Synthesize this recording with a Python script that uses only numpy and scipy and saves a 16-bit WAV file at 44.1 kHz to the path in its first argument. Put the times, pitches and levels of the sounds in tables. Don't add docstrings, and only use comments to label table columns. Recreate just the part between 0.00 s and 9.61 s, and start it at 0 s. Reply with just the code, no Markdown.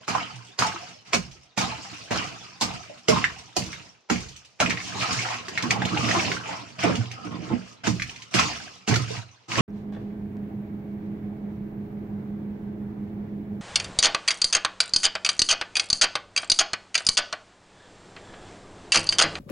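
import sys
import numpy as np
from scipy import signal
from scipy.fft import rfft, irfft, next_fast_len
from scipy.io import wavfile
from scipy.ndimage import uniform_filter1d

SR = 44100
rng = np.random.default_rng(int(sys.argv[2]) if len(sys.argv) > 2 else 0)


def transcribe(signal):
    frames = np.atleast_2d(signal).T
    limited = np.clip(frames, -1, 1)
    pcm = np.round(limited * 32767).astype(np.int16)
    wavfile.write(sys.argv[1], SR, pcm)


N = 423801


def undb(db):
    return 10 ** (np.asarray(db) / 20)


def unit(x):
    return x / np.sqrt(np.mean(x ** 2) + 1e-18)


def clock(seconds):
    return np.arange(int(seconds * SR)) / SR


def add(out, s, sound):
    i = int(np.clip(s * SR, 0, N - 1))
    out[:, i:i + sound.shape[1]] += sound[:, :N - i]


def swell(age, sharpness=1):
    return (age * np.exp(1 - age)) ** sharpness


def colour(x, points):
    n = x.shape[-1]
    size = next_fast_len(n + 2048, True)
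    hz, db = np.transpose(points)
    bins_hz = np.maximum(np.arange(size // 2 + 1) * SR / size, 1)
    gain = undb(np.interp(np.log(bins_hz), np.log(hz), db))
    return irfft(rfft(x, size) * gain, size)[..., :n]


def clicks(n, rate, spread_db):
    happens = rng.random(n) < rate / SR
    size = np.minimum(rng.exponential(size=n), 4)
    sign = rng.choice([-1, 1], n)
    return unit(happens * sign * undb(spread_db * size))


def steady(x, seconds):
    power = uniform_filter1d(np.mean(x ** 2, axis=0), int(seconds * SR))
    return x / np.sqrt(np.abs(power) + power.mean() / 20)


# (frequency [Hz], relative level [dB])
AIR_TONE = [(25, -19), (120, -17), (300, -4.5), (750, -4), (1500, -12), (6000, -13), (16000, -42.5)]


def outdoor_air(air_db=-73):
    noise = rng.standard_normal((2, N)) + rng.standard_normal(N)
    return undb(air_db) * unit(colour(noise, AIR_TONE))


def walls(x, direct_db, early_t60=0.13, late_t60=0.17, late_db=-7, right_db=1.0):
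    t = clock(.4)
    paths = []
    for gain, lag in ((undb(-right_db), 2), (undb(right_db), 0)):
        early = unit(clicks(len(t), 5000, 3) * undb(-60 * t / early_t60) * (t > .0012))
        late = unit(rng.standard_normal(len(t)) * undb(-60 * t / late_t60) * (1 - np.exp(-t / 0.02)))
        path = (early + undb(late_db) * late) / np.sqrt(len(t))
        path[lag] = undb(direct_db) * gain
        paths.append(gain * path / np.linalg.norm(path))
    return signal.oaconvolve(x[None], np.array(paths), axes=1)[:, :N]


# (pitch [Hz], relative level [dB], time to fade 60 dB [s])
CHEST_NOTES = [(45, -24, 0.27), (75, -13.5, 0.21), (96.9, -3.5, 0.26), (119, 1.5, 0.49), (129.3, 7, 0.18),
               (173, -0.5, 0.25), (186.4, 4, 0.28), (235.4, 4, 0.22), (301.3, -2.5, 0.33), (445, 4, 0.19),
               (461, 9.5, 0.044), (663, 0, 0.13)]


def boom(x, direct=0.17, right_db=3.0, lag_s=0.00077, apart_hz=380, detune=0.011):
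    t = clock(.5)
    notes = [(hz * (1 + detune * rng.standard_normal()), db, t60) for hz, db, t60 in CHEST_NOTES]
    paths = []
    for gain, lag in ((undb(-right_db), 0), (undb(right_db), lag_s)):
        ring = 0
        for hz, db, t60 in notes:
            phase = rng.uniform(-0.52, 1) * hz / apart_hz
            ring += undb(db - 60 * t / t60) * np.cos(2 * np.pi * hz * (t - lag) + phase)
        ring /= np.linalg.norm(ring)
        ring[int(lag * SR)] += direct
        paths.append(gain * ring / np.linalg.norm(ring))
    return signal.fftconvolve(x[None], np.array(paths), axes=1)[:, :N]


def bubble(hz, cycles, glide):
    t = clock(cycles / hz)
    age = t * hz / cycles
    tone = np.sin(2 * np.pi * hz * t * (1 + glide * age / 2))
    return tone * undb(-50 * age) * (1 - np.exp(-2 * t * hz))


def bubbling(low_hz, high_hz, cycles, spread_db, count, glide=0.2):
    out = np.zeros((1, N))
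    for when, pitch, life, size in rng.random((count, 4)):
        hz = low_hz * (high_hz / low_hz) ** pitch
        gain = hz / low_hz * undb(-spread_db * np.log(size + 0.011))
        add(out, when * N / SR, gain * bubble(hz, cycles * (.5 + life), glide)[None])
    return unit(out[0])


# (frequency [Hz], relative level [dB])
SPRAY_TONE = [(700, -28), (1600, -16), (2600, -3), (3600, -6), (5000, 0.5), (6500, -3.5), (9000, 1),
              (16000, -8.5)]
# (time [s], relative level [dB])
DROPS = [(0.466, -37), (.886, -35), (1.313, -32), (2.738, -24), (2.982, -36), (3.32, -36), (3.376, -44),
         (3.638, -24.5), (3.661, -24), (4.287, -28.5), (4.363, -28), (4.449, -32.5)]


def droplets(drop_db=-7, sizzle_s=0.0019):
    out, t = np.zeros((2, N)), clock(.05)
    for s, db in DROPS:
        tick = unit(colour(rng.standard_normal(len(t)), SPRAY_TONE)) * np.exp(-t / sizzle_s)
        add(out, s, walls(undb(db + drop_db) * tick, direct_db=-7))
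    return out


def trickle(tick_db=1):
    drips = bubbling(low_hz=2314, high_hz=6200, cycles=44, spread_db=1.5, count=300, glide=0.05)
    ticks = unit(colour(clicks(N, 45, 2.7), SPRAY_TONE))
    return steady(walls(drips + undb(tick_db) * ticks, direct_db=-4), .25)


def patter(rate=30, spread_db=4.0):
    t = clock(.02)
    sizzle = rng.standard_normal(len(t)) * np.exp(-t / 0.003)
    landings = signal.oaconvolve(clicks(N, rate, spread_db), sizzle)[:N]
    return unit(colour(walls(landings, direct_db=-13), SPRAY_TONE))


def jostle(low_hz=1150, high_hz=3000, spread_db=12, count=260):
    out, t = np.zeros((1, N)), clock(.02)
    for when, pitch, size in rng.random((count, 3)):
        hz = low_hz * (high_hz / low_hz) ** pitch
        bump = undb(-spread_db * size) * swell(t * hz) * np.sin(2 * np.pi * hz * t)
        add(out, when * N / SR, bump[None])
    return unit(walls(out[0], direct_db=-5))


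# (fade speed [dB/s], boost to the returning wave [dB])
SETTLING = [(140, 2), (109, -1), (100, 3)]
# (time [s], relative level [dB], time to peak [s])
DIPS = [(0.0, -56, 0.026), (1.045, -53, 0.047), (6.781, -36, 0.043), (7.834, -36.5, 0.022),
        (8.304, -49, 0.049), (9.09, -60, 0.11), (9.479, -34, 0.086)]
# (time [s], heave [dB], gurgle [dB], spray [dB])
STIRS = [
    [(4.84, -48, -65, -43), (4.85, -51, -53, -42.5), (4.952, -38, -40.5, -44.5), (5.022, -36.5, -33.5, -34),
     (5.066, -44, -33, -39.5), (5.126, -35, -36.5, -35), (5.234, -44, -43, -36.5),
     (5.26, -44, -31.5, -41.5), (5.294, -50, -39, -40), (5.306, -49, -32, -38.5),
     (5.416, -46, -47.5, -51.5), (5.46, -68, -50, -52)],
    [(5.56, -40.5, -47, -47), (5.572, -47, -44, -47), (5.644, -34.5, -36, -48), (5.698, -34.5, -41.5, -46),
     (5.708, -32.5, -31, -35.5), (5.778, -30.5, -40, -52), (6.03, -31, -35.5, -37.5),
     (6.15, -30.5, -29, -34), (6.338, -34.5, -40.5, -39.5), (6.418, -45, -48.5, -50),
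     (6.51, -44.5, -35, -45), (6.726, -50.5, -58.5, -58), (6.77, -54, -55, -59)],
    [(7.14, -49, -53.5, -52), (7.172, -52, -47, -60), (7.272, -39, -44, -53), (7.304, -40, -51, -60),
     (7.318, -35, -42, -55.5), (7.406, -41.5, -50, -59), (7.488, -41, -46.5, -51),
     (7.526, -24.5, -40.5, -53.5), (7.61, -45, -56, -58.5), (7.692, -55.5, -60.5, -51.5),
     (7.766, -58, -58, -65), (7.8, -59, -65, -66)],
]
# (heave [dB], gurgle [dB], spray [dB])
STIR_BOOST = (3.5, 1.5, 3)


def water_motion(rise_s=0.02, stir_fade_s=0.094):
    t, age = np.arange(N) / SR, clock(1)
    power = np.zeros((3, N))
    fade_speed, wave_boost = np.transpose(SETTLING)[:, :, None]
    rise = np.minimum(age / rise_s, 1)
    for s, *_, hold_s, heave, gurgle, spray, wave_db, return_s, spread_s, _, _ in BLOWS:
        settled_s = np.maximum(age - rise_s - hold_s, 0)
        splash = rise * undb(np.array([[heave], [gurgle], [spray]]) - fade_speed * settled_s)
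        wave = undb(wave_db + wave_boost) * rise * np.exp(-((age - return_s) / spread_s) ** 2)
        add(power, s, splash ** 2 + wave ** 2)
    for s, db, peak_s in DIPS:
        slop = undb(db) * swell(age / peak_s, sharpness=1.05)
        add(power, s, slop[None] ** 2)
    for stir in STIRS:
        times, *levels = np.transpose(stir)
        fade = np.exp(-np.abs(t - np.clip(t, times[0], times[-1])) / stir_fade_s)
        stir_db = [np.interp(t, times, level) + boost for level, boost in zip(levels, STIR_BOOST)]
        power += (fade * undb(stir_db)) ** 2
    return np.sqrt(power)


# (frequency [Hz], relative level [dB])
HEAVE_TONE = [(20, -33), (50, -9), (110, -1), (250, -1.5), (450, -6.5), (800, -6.5), (1500, -34)]
GURGLE_TONE = [(250, -11), (500, 1.5), (830, 2.5), (1300, 2.5), (1700, -10.5), (2300, -8.5), (3200, 1),
               (5000, -58.5)]
SLUSH_TONE = [(900, -21), (1700, -2.5), (2200, 2), (2900, 4.5), (3600, -10), (6000, -33)]


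def water(heave_db=-8, gurgle_db=-6, spray_db=-5, slush_db=-9, fizz_db=-7, glug_db=-6, grit_db=-3,
          plink_db=-15, jostle_db=-14, patter_db=-11, calm_db=-56.5):
    heave, gurgle, spray = water_motion()
    glugs = bubbling(low_hz=171.2, high_hz=400.6, cycles=28, spread_db=4.5, count=700, glide=-0.12)
    glugs = walls(glugs, direct_db=-1.5)
    surge = unit(colour(boom(clicks(N, 600, 2.7)), HEAVE_TONE)) + undb(glug_db) * glugs
    froth, drops, slush, plinks = 0, 0, 0, 0
    for _ in range(2):
        pockets = bubbling(low_hz=565.5, high_hz=2370, cycles=28.3, spread_db=3, count=1000)
        froth += walls(pockets + undb(grit_db) * clicks(N, 500, 3.5), direct_db=-12)
        fizz = bubbling(low_hz=2112, high_hz=7580, cycles=42, spread_db=3, count=1700)
        drops += walls(clicks(N, 550, 3.3) + undb(fizz_db) * fizz, direct_db=-11.5, right_db=-0.1)
        slush += walls(clicks(N, 160, 5.7), direct_db=-5.5)
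        drips = bubbling(low_hz=1286, high_hz=5110, cycles=21, spread_db=0.5, count=220, glide=0.044)
        plinks += walls(drips, direct_db=-4.5)
    calm = undb(calm_db) / (undb(calm_db) + spray)
    hiss = steady(colour(drops, SPRAY_TONE), 0.29)
    falling = np.sqrt(1 - calm) * hiss + np.sqrt(calm) * trickle()
    churn = np.sqrt(gurgle * spray)
    grinding = steady(colour(slush, SLUSH_TONE), 0.22)
    small_bits = undb(slush_db) * grinding + undb(plink_db) * unit(plinks) + undb(jostle_db) * jostle()
    return (undb(heave_db) * heave * steady(surge, 0.13)
            + undb(gurgle_db) * gurgle * steady(colour(froth, GURGLE_TONE), 0.086)
            + churn * small_bits
            + spray * (undb(spray_db) * falling + undb(patter_db) * patter()))


# (time [s], relative level [dB], starting pitch [Hz])
BIG_BUBBLES = [(0.231, -27, 3030), (.335, -37.5, 131), (.65, -22, 850), (.822, -37.5, 716),
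               (1.14, -21.5, 252), (1.606, -22, 824), (1.72, -28.5, 860), (2.18, -24, 3030),
               (2.615, -22, 875), (2.897, -33.5, 590), (3.087, -4, 485), (3.092, -18.5, 605),
               (3.105, -18, 244.5), (3.126, -16.5, 1020), (3.161, -16, 1033), (4.106, -11.5, 377),
               (4.112, -18.5, 247), (4.629, -17, 263), (5.16, -31.5, 125), (5.19, -18.5, 2210),
               (5.636, -18.5, 260), (5.76, -23.5, 810), (5.82, -21, 810), (5.931, -16.5, 340),
               (5.965, -20.5, 835), (6.03, -18, 244), (6.075, -18, 308), (6.13, -28, 820),
               (6.146, -20, 1030), (6.49, -26, 835), (6.837, -18.5, 682), (6.841, -9, 326),
               (6.867, -13.5, 463), (6.895, -21.5, 540), (6.905, -16.5, 305), (6.976, -18, 233),
               (6.986, -18, 114), (7.252, -21.5, 319), (7.343, -24, 312), (7.385, -27, 174),
               (7.425, -24, 325), (7.503, -27.5, 850), (7.521, -31, 486), (7.532, -13, 231.5),
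               (7.877, -13, 335), (7.885, -22, 115), (8.885, -21, 254), (8.909, -17, 120),
               (8.99, -20.5, 128.7), (9.104, -21, 460), (9.17, -27.5, 113)]


def gulps(shallow_db=-1, deep_db=-19, deep_below_hz=500):
    out = np.zeros((2, N))
    for s, db, hz in BIG_BUBBLES:
        if hz < deep_below_hz:
            add(out, s, boom(undb(db + deep_db) * bubble(hz, cycles=24, glide=-0.32), direct=1.7))
        else:
            add(out, s, walls(undb(db + shallow_db) * bubble(hz, cycles=30, glide=0.077), direct_db=-6))
    return out


# (time [s], relative level [dB], pitch [Hz], relative grit level [dB])
KNOCKS = [(0.1503, -9.5, 980, -26), (0.181, -17, 1260, -48), (0.6221, -6, 1170, -17),
          (0.63, -17, 1340, -33), (0.7602, -21, 1190, -47), (1.1447, -23, 2360, -11),
          (1.611, -23, 2400, -18), (2.159, -21, 1420, -23), (2.175, -12.5, 4970, -45),
          (2.6302, -17, 3180, -21), (3.2417, -2.5, 2000, -23), (3.622, -25, 2600, -27),
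          (3.7296, -23, 2010, -29), (4.159, -22, 2260, -33), (4.6248, -9, 1360, -27),
          (4.661, -9.5, 2380, -32), (4.6967, -17, 2220, -18.5), (4.7062, -10, 2140, -21),
          (4.721, -17, 2110, -33), (4.7728, -16.5, 2120, -35), (4.803, -20, 2200, -38),
          (5.287, -18, 1970, -36), (5.342, -18, 2320, -29), (5.4828, -23.5, 1700, -23.5),
          (5.5758, -9, 2010, -22), (5.6234, -26, 2880, -17), (5.7069, -6, 2240, -12),
          (5.8191, -14, 1760, -27), (5.8521, -15, 2840, -19), (5.973, -13, 2530, -26),
          (6.089, -14, 2110, -20), (6.112, -11, 1850, -26), (6.196, -12.5, 2460, -31),
          (6.317, -12, 2010, -20.5), (6.367, -20.5, 1470, -42), (6.791, -21.5, 2430, -50),
          (6.9543, -18.5, 2900, -22.5), (7.058, -28.5, 2960, -47), (7.114, -26, 2380, -28.5),
          (7.9977, -17, 2060, -29), (8.02, -13, 2180, -20.5), (8.095, -25.5, 2660, -30.5),
          (8.161, -30, 2400, -35), (8.2206, -27.5, 2740, -33), (8.388, -10, 2360, -14),
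          (8.3935, -7.5, 1290, -12), (8.435, -21, 2320, -24), (8.94, -15, 1970, -17),
          (8.958, -17, 1350, -13.5), (9.167, -24.5, 2220, -42), (9.5185, -14.5, 2450, -43),
          (9.5562, -15, 1930, -41)]


def ice_knocks(knock_db=-6, grit_db=-3, grit_s=0.0043, rebound_db=-8, rebound_s=0.002196,
               overtone_db=-15):
    out, t = np.zeros((2, N)), clock(.03)
    for s, db, hz, grit in KNOCKS:
        rebound_age = np.maximum(t - rebound_s * rng.uniform(.5, 1.5), 0)
        cycles_to_peak = 0.82 * rng.uniform(.6, 1.35)
        overtone = rng.uniform(1.3, 2.2)
        clacks = 0
        for age, gain in ((t, 1), (rebound_age, undb(rebound_db))):
            phase = 2 * np.pi * hz * age
            tone = np.sin(phase) + undb(overtone_db) * np.sin(overtone * phase)
            clacks += gain * swell(age * hz / cycles_to_peak) * tone
        edge = rng.standard_normal(len(t)) * np.exp(-t / grit_s) * (1 - np.exp(-t / .0009))
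        knock = undb(db + knock_db) * clacks + undb(grit + grit_db) * edge
        bass_cut = signal.butter(8, hz * 0.57, "high", fs=SR, output="sos")
        add(out, s, walls(signal.sosfilt(bass_cut, knock), direct_db=-1, early_t60=.08, late_db=-8))
    return out


def plunge(t, start_hz=420, end_hz=140, open_s=0.0293, fade_s=0.068):
    hz = end_hz + (start_hz - end_hz) * np.exp(-t / open_s)
    wobble = 1 + unit(uniform_filter1d(rng.standard_normal(len(t)), size=300))
    return wobble * np.sin(2 * np.pi * np.cumsum(hz) / SR) * np.exp(-t / fade_s)


# (pitch [times the snap pitch], relative level [dB])
SLAB_NOTES = [(1, 3.5), (1.42, -13.5), (2.1, -10.5)]
# (frequency [Hz], relative level [dB])
CRACK_TONE = [(1500, -62), (3000, -3), (4500, 4), (6500, 3.5), (9000, 6.5), (16000, 2.5)]


def snap(hz, ring_s=0.0012, snap_db=-5, edge_db=-3):
    t = clock(.02)
    fade = np.exp(-t / ring_s)
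    ring = sum(undb(db) * np.sin(2 * np.pi * (hz * ratio * t + rng.random())) for ratio, db in SLAB_NOTES)
    edge = undb(edge_db) * unit(colour(rng.standard_normal(len(t)), CRACK_TONE)) * fade
    return walls(undb(snap_db) * (ring * (1 - np.exp(-t * hz)) + edge) * fade, direct_db=4.5)


# (frequency [Hz], relative level [dB])
CRUNCH_TONE = [(250, -11.5), (550, 1.5), (750, 1), (1150, -2), (1650, -5), (2400, -2.5), (3300, -17.5),
               (5000, -55)]
THUMP_TONE = [(50, -41), (120, 3), (220, 18), (450, -30), (700, 11), (1200, -12.5)]
RUMBLE_TONE = [(18, -34.5), (40, -7), (80, 5), (160, -21.5), (400, -30)]
# (time [s], crunch [dB], crack [dB], thump [dB],
# crush fade [s], splash hold [s], heave [dB], gurgle [dB], spray [dB], returning wave [dB],
# wave delay [s], wave spread [s], snap [dB], snap pitch [Hz])
BLOWS = [(0.080, -16.5, -24.5, -35, 0.0075, 0.075, -34.5, -32.5, -41, -53.5, 0.16, 0.31, -18, 1300),
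         (0.59, -10, -16.5, -40, 0.0031, 0.024, -29, -30, -32.5, -51.5, 0.25, 0.15, -14.5, 5060),
         (1.133, -7, -17.5, -27, 0.0064, 0.0037, -36, -46.5, -41.5, -63.5, 0.22, 0.17, -10.5, 2420),
         (1.576, -11.5, -19, -26.5, 0.0074, 0.048, -32.5, -32.5, -35.5, -48, 0.31, 0.23, -23, 2690),
         (2.108, -16, -31.5, -30, 0.0089, 0.066, -30.5, -33, -37.5, -50, 0.15, 0.33, -36, 1400),
         (2.611, -17.5, -18, -28, 0.0094, 0.086, -38.5, -39.5, -44.5, -54.5, 0.21, 0.26, -22, 4600),
         (3.084, -9.5, -18, -20, 0.0081, 0.069, -28, -32, -35, -52.5, 0.22, 0.25, -14.5, 3030),
         (3.566, -13.5, -18, -28, 0.0046, 0.0059, -30.5, -62, -44, -50.5, 0.16, 0.17, -19, 6200),
         (4.0998, -12, -26.5, -23.5, 0.0066, 0.0076, -28, -42.5, -34, -64, 0.25, 0.17, -18, 2190),
         (4.6023, -6.5, -19.5, -26.5, 0.0056, 0.094, -29, -37.5, -40.5, -57, 0.2, .12, -11.5, 2310),
         (6.833, -16.5, -50, -28.5, 0.024, 0.044, -21.5, -33, -57, -46, 0.13, 0.11, -22, 500),
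         (7.870, -14, -24.5, -20.5, 0.0053, 0.0053, -32, -62, -41.5, -53, 0.24, 0.2, -18, 1510),
         (8.341, -13, -20, -23.5, 0.0044, 0.063, -27.5, -30, -28.5, -49.5, 0.18, 0.27, -20, 2400),
         (8.877, -15, -23.5, -26, 0.0092, 0.039, -22.5, -34, -34, -42, 0.27, 0.07, -20, 2850),
         (9.572, -16.5, -31, -38, 0.016, .03, -17, -27, -42, -50, 0.29, .12, -25, 2200)]


def hammer(crunch_db=-12, crack_db=1, thump_db=-13, plunge_db=-16, rumble_db=-19, lead_in_db=-9,
           thump_s=0.026, rumble_s=0.12, lead_in_s=0.0039, early_s=.012):
    out, t = np.zeros((2, N)), clock(.4)
    age = t - early_s
    lead_in = undb(lead_in_db) * np.exp(-np.abs(age) / lead_in_s)
    attack = 1 - np.exp(-t / .0009)
    for s, crunch, crack, thump, crush_s, *_, snap_db, snap_hz in BLOWS:
        breaks = clicks(len(t), 5000, 3.9)
        ice = undb(crunch + crunch_db) * unit(colour(breaks, CRUNCH_TONE))
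        ice += undb(crack + crack_db) * unit(colour(breaks, CRACK_TONE))
        crushing = np.where(age < 0, lead_in, np.exp(-np.abs(age) / crush_s))
        add(out, s - early_s, walls(ice * crushing, direct_db=-7))
        add(out, s, undb(snap_db) * snap(snap_hz))
        shove = unit(colour(rng.standard_normal(len(t)), THUMP_TONE)) * np.exp(-t / thump_s)
        push = undb(thump + thump_db) * shove + undb(thump + plunge_db) * plunge(t)
        add(out, s, boom(push * attack, direct=6.2))
        rumble = unit(colour(rng.standard_normal((2, len(t))) + rng.standard_normal(len(t)), RUMBLE_TONE))
        add(out, s, undb(thump + rumble_db) * rumble * t / rumble_s * np.exp(1 - 2 * t / rumble_s))
    return out


def scene():
    return hammer() + ice_knocks() + gulps() + water() + droplets() + outdoor_air()


# (frequency [Hz], gain [dB])
MICROPHONE_TONE = [(30, 6), (6500, 9), (8000, -1.5), (9600, -12), (11500, -11.5), (13500, -32.5),
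                   (15000, -15.5), (16000, -24)]


def record(dry, bottom_hz=34, top_hz=16200):
    bass_cut = signal.butter(2, bottom_hz, "high", fs=SR, output="sos")
    top_cut = signal.ellip(8, .2, 70, top_hz, fs=SR, output="sos")
    return signal.sosfilt(top_cut, signal.sosfilt(bass_cut, colour(dry, MICROPHONE_TONE)))


dry = scene()
out = record(dry)
transcribe(out)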